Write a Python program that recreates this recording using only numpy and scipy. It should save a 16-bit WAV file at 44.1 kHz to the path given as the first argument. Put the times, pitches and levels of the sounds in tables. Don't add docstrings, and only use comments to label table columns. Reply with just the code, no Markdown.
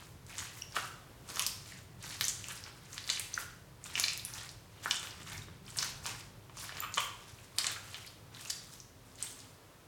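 import sys
import numpy as np
from scipy import signal
from scipy.fft import rfft, irfft, next_fast_len
from scipy.io import wavfile
from scipy.ndimage import map_coordinates

SR = 44100
rng = np.random.default_rng(int(sys.argv[2]) if len(sys.argv) > 2 else 0)


def digitize_waveform(pressure):
    field = np.atleast_2d(pressure).T
    bounded = np.clip(field, -1, 1)
    quanta = np.round(bounded * 32767).astype(np.int16)
    wavfile.write(sys.argv[1], SR, quanta)


def gain_from_decibels(decibels):
    exponent = np.asarray(decibels, float) / 20
    return 10 ** exponent


N = 435266


def unit(x):
    return x / np.sqrt(np.mean(x ** 2) + 1e-20)


def along(points, hz):
    f, v = np.transpose(points)
    return np.interp(np.log(hz + 1), np.log(f + 1), v)


def wobble(rate_hz):
    knots = rng.standard_normal(int(N * rate_hz / SR) + 4)
    return map_coordinates(knots, [np.arange(N) * rate_hz / SR])


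def coloured(x, spectrum):
    m = next_fast_len(N + 8192)
    gain = gain_from_decibels(along(spectrum, np.fft.rfftfreq(m, 1 / SR)))
    return irfft(rfft(x, m) * gain, m)[:N]


def bursts(s, db, hz, cycles, rise, onset, size):
    db, hz, cycles = (np.broadcast_to(v, len(s))[:, None] for v in (db, hz, cycles))
    turns = hz * np.arange(size) / SR
    wave = np.sin(2 * np.pi * turns * (1 + rise * turns / cycles))
    wave *= 1 - np.exp(-(turns / onset) ** 2)
    wave *= gain_from_decibels(db - 60 * turns / cycles)
    wave *= np.hanning(2 * size)[size:]
    at = (s * SR).astype(int)[:, None] + np.arange(size)
    return np.bincount(at.ravel(), wave.ravel(), N + SR)[:N]


# (t/s, peak level/dB, f/Hz, ring/cycles, second chamber f/Hz)
SPLIT_POPS = [(1.371, -25, 1170, 2.9, 4670), (1.395, -21, 2980, 5, 5800), (1.4652, -19.5, 5150, 5.5, 8940),
              (2.2517, -28, 6440, 7.8, 10700), (2.442, -36.5, 2760, 7.2, 6930),
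              (3.092, -33, 3800, 15, 2010), (3.1003, -17, 4300, 4.2, 6500), (3.102, -19, 4100, 4.2, 6000),
              (3.998, -15, 6470, 4.2, 9450), (4.0828, -22.5, 4960, 6, 2600), (4.09, -31, 5200, 5, 2700),
              (4.176, -31, 11330, 5.6, 6630), (4.91, -18, 3210, 5.5, 5400), (4.919, -30, 3010, 5.1, 4910),
              (5.8278, -17, 4260, 2.06, 1410), (6.571, -29.5, 7190, 2.05, 1050),
              (6.941, -33, 6750, 11.6, 4470), (6.9733, -29, 1180, 6.7, 3140),
              (7.0037, -32, 2600, 6.8, 7600), (7.585, -13.5, 4470, 3.9, 7800),
              (7.644, -17, 2180, 2.26, 5800), (7.6675, -23, 7400, 6, 3920), (6.9796, -25, 1200, 5, 2550),
              (6.9805, -25, 2800, 8, 2500), (3.9996, -17, 6500, 3.5, 9600), (7.5866, -15, 4900, 3.5, 7700),
              (4.9117, -23, 3100, 5, 5500), (4.0405, -25, 4200, 7, 2300), (8.5025, -31, 1700, 2.5, 3300),
              (1.3695, -33, 3100, 4, 6200), (3.982, -28, 3000, 3, 6000), (7.6692, -26, 7500, 5, 4000),
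              (6.981, -29, 670, 2.5, 1230)]
# (t/s, peak level/dB, f/Hz, ring/cycles, side chamber f/Hz)
SIDE_POPS = [(0.3828, -26, 7000, 4.4, 3400), (0.7656, -23, 1380, 7.9, 2860), (0.7704, -34, 744, 3, 1410),
             (2.2103, -7.5, 3470, 1.93, 2170), (2.2248, -27, 3300, 2.4, 6030),
             (2.4849, -24.5, 7400, 2.6, 1050), (3.1621, -34, 6200, 5.0, 2930),
             (3.1738, -26.5, 2630, 4.2, 4350), (4.0388, -22, 4180, 7.7, 2220), (4.25, -31, 10100, 13, 5860),
             (4.859, -22.5, 1400, 6.5, 1050), (4.96, -31, 7300, 7.2, 3250), (5.03, -16.5, 2920, 1.3, 1540),
             (5.0721, -23, 3120, 1.9, 4940), (5.7872, -22, 5240, 7, 4500), (6.0692, -23.5, 6760, 2.5, 1390)]
# (t/s, peak level/dB, f/Hz, ring/cycles)
ROUND_POPS = [(1.4178, -30, 9000, 6.1), (1.3945, -25.5, 10400, 9.5), (1.4227, -22, 6200, 4.5),
              (1.4695, -25, 7700, 3.8), (2.242, -29.5, 6000, 18), (2.2828, -16.5, 7060, 4.2),
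              (2.291, -31, 6630, 9.4), (3.1967, -20, 9200, 4), (3.199, -32.5, 2560, 5.4),
              (1.4652, -29, 12500, 9), (1.4702, -30, 12000, 9), (2.2106, -28, 12500, 9),
              (1.359, -36, 12000, 5), (4.9072, -33, 9000, 5), (4.919, -33, 8200, 6), (4.955, -35, 7500, 6),
              (4.996, -35, 7800, 6), (3.955, -35, 5500, 9), (6.9812, -32, 3100, 18), (6.9808, -27, 6900, 6),
              (8.5012, -33, 10000, 6), (8.5055, -30, 4450, 6), (8.509, -35, 10500, 6),
              (6.9795, -29, 2490, 18), (6.9775, -30, 1110, 14), (8.411, -38, 8000, 4),
              (8.348, -44, 3900, 10), (9.403, -42, 5000, 5), (3.9547, -25, 2740, 9.5),
              (3.9777, -14.5, 2290, 2.05), (4.1333, -27, 7800, 4), (4.9675, -35, 6100, 5.9),
              (5.792, -30, 5000, 6.2), (5.7708, -31, 8800, 7), (5.7752, -30, 8200, 7),
              (5.8475, -28, 1850, 2), (7.717, -25, 2150, 2.2), (8.4998, -25, 6000, 3.7),
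              (8.5032, -26, 7200, 4), (2.1056, -39, 1940, 3.6), (2.1256, -35.5, 2760, 4),
              (5.2654, -42, 1310, 4.3), (5.4844, -32.5, 1250, 1.9), (6.1494, -43, 1860, 6.7),
              (9.2694, -43, 3500, 9.4), (9.1561, -46, 7150, 6), (6.2083, -41, 5020, 5.1),
              (9.2264, -28, 8240, 14)]
SPLIT_DB, SIDE_DB, ROUND_DB = 6.5, -0.5, -11
ROUND_RATIO = 0.55


def pockets():
    split = [row + (SPLIT_DB,) for row in SPLIT_POPS]
    side = [row + (SIDE_DB,) for row in SIDE_POPS]
    plain = [row + (ROUND_RATIO * row[2], ROUND_DB) for row in ROUND_POPS]
    return np.transpose(split + side + plain)


def pops():
    s, db, hz, cycles, second_hz, second_db = pockets()
    main = bursts(s, db + 3.5, hz, 1.61 * cycles, rise=0.0062, onset=0.53, size=500)
    second = bursts(s, db + second_db - 7.5, second_hz, 2.44 * cycles, rise=0.0095, onset=0.77, size=500)
    snap = bursts(s, db - 15.5, np.minimum(2 * hz, 12000), 9.9, rise=0, onset=0.66, size=60)
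    push = bursts(s, db - 25, 650, 5.3, rise=0, onset=0.44, size=300)
    return main + second + snap + push


# (t/s, peak level/dB, f/Hz, ring/cycles)
SMACKS = [(0.266, -34.5, 6900, 4), (0.7477, -25, 1280, 3.9), (0.7612, -21, 4500, 2.7),
          (1.2978, -28, 4140, 2.6), (1.66, -31, 2900, 3.2), (2.027, -28, 7140, 3.3), (2.0659, -35, 9100, 4),
          (2.98, -14, 2300, 2.4), (3.0767, -21, 4700, 3.6), (3.8588, -29, 1250, 4.7),
          (3.9123, -33, 4200, 3.6), (3.9618, -30, 2990, 3.8), (4.4918, -27.5, 4770, 5.2),
          (5.7613, -30, 1580, 6.4), (6.0568, -15.5, 1380, 3.9), (6.064, -11.5, 5830, 1),
          (6.4968, -32, 1060, 5.3), (6.6415, -28.5, 9900, 5.6), (6.6932, -21.5, 1630, 5.8),
          (6.7236, -21.5, 905, 3.2), (6.77, -21, 2450, 2.6), (6.9238, -34, 6220, 4),
          (7.9443, -16.5, 1600, 0.8), (8.35, -36, 3000, 2.4), (8.41, -29, 2410, 2.1),
          (8.4514, -26, 5000, 3), (1.3585, -30, 1100, 3), (8.104, -38, 3100, 5), (4.176, -32, 2600, 3),
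          (8.4953, -27, 3300, 1.4)]
# (t/s, peak level/dB, f/Hz)
TICKS = [(0.368, -51, 6590), (0.7229, -40, 5170), (0.7555, -36, 7130), (1.2908, -40, 8000),
         (1.349, -39, 5000), (1.359, -31.5, 6060), (2.639, -33.5, 5130), (2.9307, -35, 6360),
         (2.9438, -38, 7000), (3.0415, -35.5, 4370), (3.334, -38, 4140), (3.841, -32.5, 7300),
         (3.9055, -42, 4040), (4.196, -31.5, 3880), (4.2583, -33, 10300), (4.3375, -32.5, 5800),
         (4.8664, -29, 1480), (4.9433, -31, 7450), (5.109, -37, 4860), (5.2317, -41.5, 7400),
         (5.6648, -46, 4930), (5.6806, -41, 3060), (6.5756, -37, 5900), (6.948, -30, 6430),
         (7.387, -46, 2690), (7.566, -41, 9950), (8.0646, -39.5, 10530), (8.802, -36.5, 5900),
         (9.1873, -43.5, 3790), (9.3903, -43, 6340)]
TICK_CYCLES = 13.5


def ticks():
    ringing = [row + (TICK_CYCLES,) for row in TICKS]
    s, db, hz, cycles = np.transpose(SMACKS + ringing)
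    ring = bursts(s, db + 1.5, hz, 0.87 * np.maximum(cycles, 1), rise=0.015, onset=1, size=300)
    snap = bursts(s, db - 3, np.sqrt(hz * 5000), 2.9, rise=0, onset=0.38, size=60)
    return ring + snap


# (t/s, length/s, level/dB, fold f/Hz, second resonance f/Hz)
SPUTTERS = [(.766, 0.013, -43, 1450, 2800), (.82, 0.036, -50, 1480, 1830),
            (1.385, 0.027, -45.5, 1130, 2600), (1.71, 0.022, -53, 1960, 2300),
            (2.286, 0.013, -36.5, 6700, 8500), (2.495, 0.022, -44, 1515, 2810),
            (.381, .026, -43, 6900, 3300), (5.32, 0.042, -49.5, 2170, 2860),
            (6.822, 0.036, -37, 1230, 2650), (6.972, .016, -36, 1120, 2900), (6.973, .016, -40, 2500, 2850),
            (7.755, 0.019, -45.5, 1510, 2340), (7.938, 0.025, -48.5, 3280, 1690),
            (8.063, 0.018, -51, 4200, 3300), (8.499, .009, -40, 5300, 6700), (8.47, 0.018, -47, 6540, 5000),
            (5.821, .012, -36.5, 6240, 4260), (5.768, .016, -45, 8200, 6500)]


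def sputters(count=24):
    s, length_s, db, hz, other_hz = np.repeat(SPUTTERS, count, axis=0).T
    a, b, luck, detune = rng.random((len(s), 4)).T
    when = s + length_s * (a + b) / 2
    level_db = db + 6 * (luck - 0.5)
    hz = hz * (1 + 0.09 * (detune - 0.5))
    other_hz = other_hz * (1 + 0.36 * (detune - 0.5))
    lower = bursts(when, level_db, hz, 15, rise=0, onset=1, size=400)
    upper = bursts(when, level_db + 1.5, other_hz, 8, rise=0, onset=0.99, size=200)
    return lower + upper


# (t/s, hold/s, effort level/dB, wetness/dB)
SQUEEZES = [(0.304, 0.04, -57, 4.5), (0.39, 0.02, -49, 3), (0.763, 0.016, -46, 2), (1.29, .02, -51, 1),
            (1.365, .06, -48, 0.5), (2.039, 0.089, -50, -1), (2.222, 0.0092, -42, -17),
            (2.941, .02, -51.5, 1), (3.094, 0.017, -42, -4), (3.856, 0.1, -56, 1.5),
            (3.967, 0.076, -44, -3.5), (4.849, 0.088, -50, 0), (5.68, .01, -54, 2.5),
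            (5.782, 0.064, -46.5, 1.5), (6.071, 0.007, -46, 3), (6.586, 0.058, -50.5, -2),
            (6.97, 0.029, -44.5, -15), (7.592, 0.085, -49.5, 7), (8.348, 0.19, -58, 2.5),
            (9.211, 0.014, -49, -5)]
# (t/s of most pull, effort level/dB, wetness/dB)
PEELS = [(0.001, -55, 0.5), (.58, -54.5, 0), (1.72, -53, -2), (2.51, -48.5, -3.5), (2.68, -59.5, 3.5),
         (2.86, -61.5, -0.5), (3.4, -51, 1.5), (4.398, -48.5, 2.5), (4.81, -63.5, 5.5), (5.08, -55, 5),
         (5.32, -51, 3.5), (5.55, -71.5, 9), (6.8, -55, 7.5), (7.28, -57.5, -2), (7.45, -65, 2),
         (7.958, -52, 0.5), (8.08, -64, -12), (8.73, -56.5, -1), (9.1, -66.5, -13), (9.41, -57, -6)]
DIG_DB_S, PULL_DB_S = 431, 95


def effort(wet_share, fade_db_s):
    t = np.arange(N) / SR
    strokes = [row + (DIG_DB_S,) for row in SQUEEZES]
    strokes += [(s, 0, db, wet, PULL_DB_S) for s, db, wet in PEELS]
    power = np.zeros(N)
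    for s, hold_s, db, wet_db, swell_db_s in strokes:
        before_db = swell_db_s * np.maximum(s - t, 0)
        after_db = fade_db_s * np.maximum(t - s - hold_s, 0)
        power += gain_from_decibels(db + wet_share * wet_db - before_db - after_db) ** 2
    return np.sqrt(power)


def grains(typical_hz, octaves, scatter_db, clumps_db, count, size):
    when, luck, life = rng.random((count, 3)).T
    i = (when * (N - 1)).astype(int)
    hz = typical_hz * 2 ** (octaves * rng.standard_normal(count) + 0.25 * wobble(18)[i])
    hz = np.clip(hz, 300, 15000)
    level_db = -scatter_db * np.log(luck) + clumps_db[i] + 10 * np.log10(hz)
    return unit(bursts(i / SR, level_db, hz, 4 + 9 * life, rise=0.05, onset=0.8, size=size))


def crackle():
    shared_db = 1.8 * wobble(50)
    squelch = grains(1500, octaves=0.8, scatter_db=1.2, clumps_db=shared_db + 1.5 * wobble(40),
                     count=9000, size=260)
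    fizz = grains(5800, octaves=0.62, scatter_db=1.8, clumps_db=shared_db + 1.5 * wobble(40),
                  count=30000, size=90)
    squelch *= gain_from_decibels(-10) * effort(wet_share=0.85, fade_db_s=152)
    fizz *= gain_from_decibels(-12) * effort(wet_share=0, fade_db_s=127)
    return squelch + fizz


# (t/s, level/dB, f/Hz, length/s, octave level/dB)
SQUEAKS = [
    (0.6202, -42, 2850, 0.0035, 1.5),
    (5.419, -52, 3730, 0.005, -12),
    (6.803, -44.5, 7240, 0.0043, 5),
    (3.3405, -35, 6100, .0026, -30),
    (3.3432, -43, 4700, .002, -30),
    (3.3757, -33, 1400, .0052, -30),
    (3.3762, -36, 1750, .004, -30),
    (8.0472, -52, 2250, .003, -20),
    (8.456, -48, 2700, .004, -20),
]


def squeaks():
    out = np.zeros(N)
    flutter = gain_from_decibels(0.94 * wobble(400))
    for s, db, hz, length_s, upper_db in SQUEAKS:
        t = np.arange(int(length_s * SR)) / SR
        tone = np.sin(2 * np.pi * hz * t)
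        tone += gain_from_decibels(upper_db) * np.sin(2 * np.pi * 1.98 * hz * t)
        out[int(s * SR):][:len(t)] += gain_from_decibels(db) * tone * signal.windows.tukey(len(t), 0.5)
    return out * flutter


# (delay t/s, level/dB)
NEAR = [(.0017, -8), (.0034, -14), (.0047, -13), (.0069, -16), (.0098, -17)]


def repeated(x):
    early = np.zeros(SR // 10)
    early[0] = 1
    for delay_s, db in NEAR:
        early[int(delay_s * SR)] += gain_from_decibels(db)
    return signal.fftconvolve(x, early)[:N]


# (f/Hz, t60/s)
ROOM = [(300, .65), (1200, .62), (3000, .56), (7000, .5), (14000, .4)]
# (f/Hz, level/dB)
LATE = [(300, 1), (1200, 1), (5000, 0.5), (7500, -1.5), (10500, -2), (14000, -2)]


def tail():
    hz, t, z = signal.stft(rng.standard_normal(SR), SR, nperseg=256)
    decay = gain_from_decibels(-60 * t / along(ROOM, hz)[:, None])
    decay *= (gain_from_decibels(along(LATE, hz)) / np.linalg.norm(decay, axis=1))[:, None]
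    late = signal.istft(z * decay, SR, nperseg=256)[1][:SR] / np.sqrt(128)
    return late * (1 - np.exp(-np.arange(SR) / SR / 0.002))


def room(x, count=5):
    place = np.arange(N) // 4000 % count
    return sum(signal.fftconvolve(x * (place == k), tail())[:N] for k in range(count))


# (t/s, rumble level/dB)
RUMBLE = [(0.0, -56.5), (0.41, -54.5), (1.18, -55.5), (2.36, -54), (2.78, -58), (4.37, -54.5), (5.09, -57),
          (5.41, -50.5), (5.47, -52.5), (8.08, -60.5), (8.25, -58), (9.87, -62.5)]
# (f/Hz, level/dB per Hz)
LOW = [(12, -31), (20, 3), (64, -7), (102, 3), (193, -7), (225, -20), (264, -16), (400, -17), (520, -34),
       (880, -120)]
# (f/Hz, level/dB per Hz)
HISS = [(150, -21), (250, -4), (357, -5.5), (518, -5), (794, -9), (899, -7.5), (2110, -15), (3790, -17.5),
        (4700, -19), (17500, -26.5)]
HISS_DB = -62.5
DRONE_S, DRONE_LENGTH_S, DRONE_DB, DRONE_HZ = 8.88, 0.65, -67, 259


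def background():
    t = np.arange(N) / SR
    rumble_db = np.interp(t, *np.transpose(RUMBLE)) + 0.81 * wobble(4)
    rumble = gain_from_decibels(rumble_db) * unit(coloured(rng.standard_normal(N), LOW))
    to_edge_s = np.minimum(t - DRONE_S, DRONE_S + DRONE_LENGTH_S - t)
    passing = np.clip(to_edge_s / 0.07, 0, 1)
    drone_turns = np.cumsum(DRONE_HZ + 1.32 * wobble(8)) / SR
    drone = gain_from_decibels(DRONE_DB) * passing * np.sin(2 * np.pi * drone_turns)
    hiss_db = HISS_DB + 0.69 * wobble(1.807)
    hiss = gain_from_decibels(hiss_db) * unit(coloured(rng.standard_normal(N), HISS))
    return rumble + drone + hiss


# (f/Hz, level/dB)
MIC = [(60, -60), (200, 13), (500, -0.5), (1000, 2), (8000, 9), (12000, 8), (16000, 7.5)]


def scene():
    whistling = coloured(squeaks(), MIC)
    bursting = coloured(pops() + ticks() + sputters(), MIC)
    peeling = coloured(crackle(), MIC)
    direct = repeated(bursting) + whistling + gain_from_decibels(3) * peeling
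    late = gain_from_decibels(-1) * room(bursting + gain_from_decibels(-5) * whistling + peeling)
    return (direct + late + background())[None]


def low_pass(x):
    return signal.sosfilt(signal.butter(12, 18230, fs=SR, output="sos"), x)


# (f/Hz, level/dB)
EDGES = [(18, -45), (28, -23), (40, 0.5), (16800, 2.5), (17200, -4), (18200, -32), (19000, -60)]


def record(dry):
    mix = coloured(dry[0], EDGES)[None]
    return low_pass(mix)


dry = scene()
out = record(dry)
digitize_waveform(out)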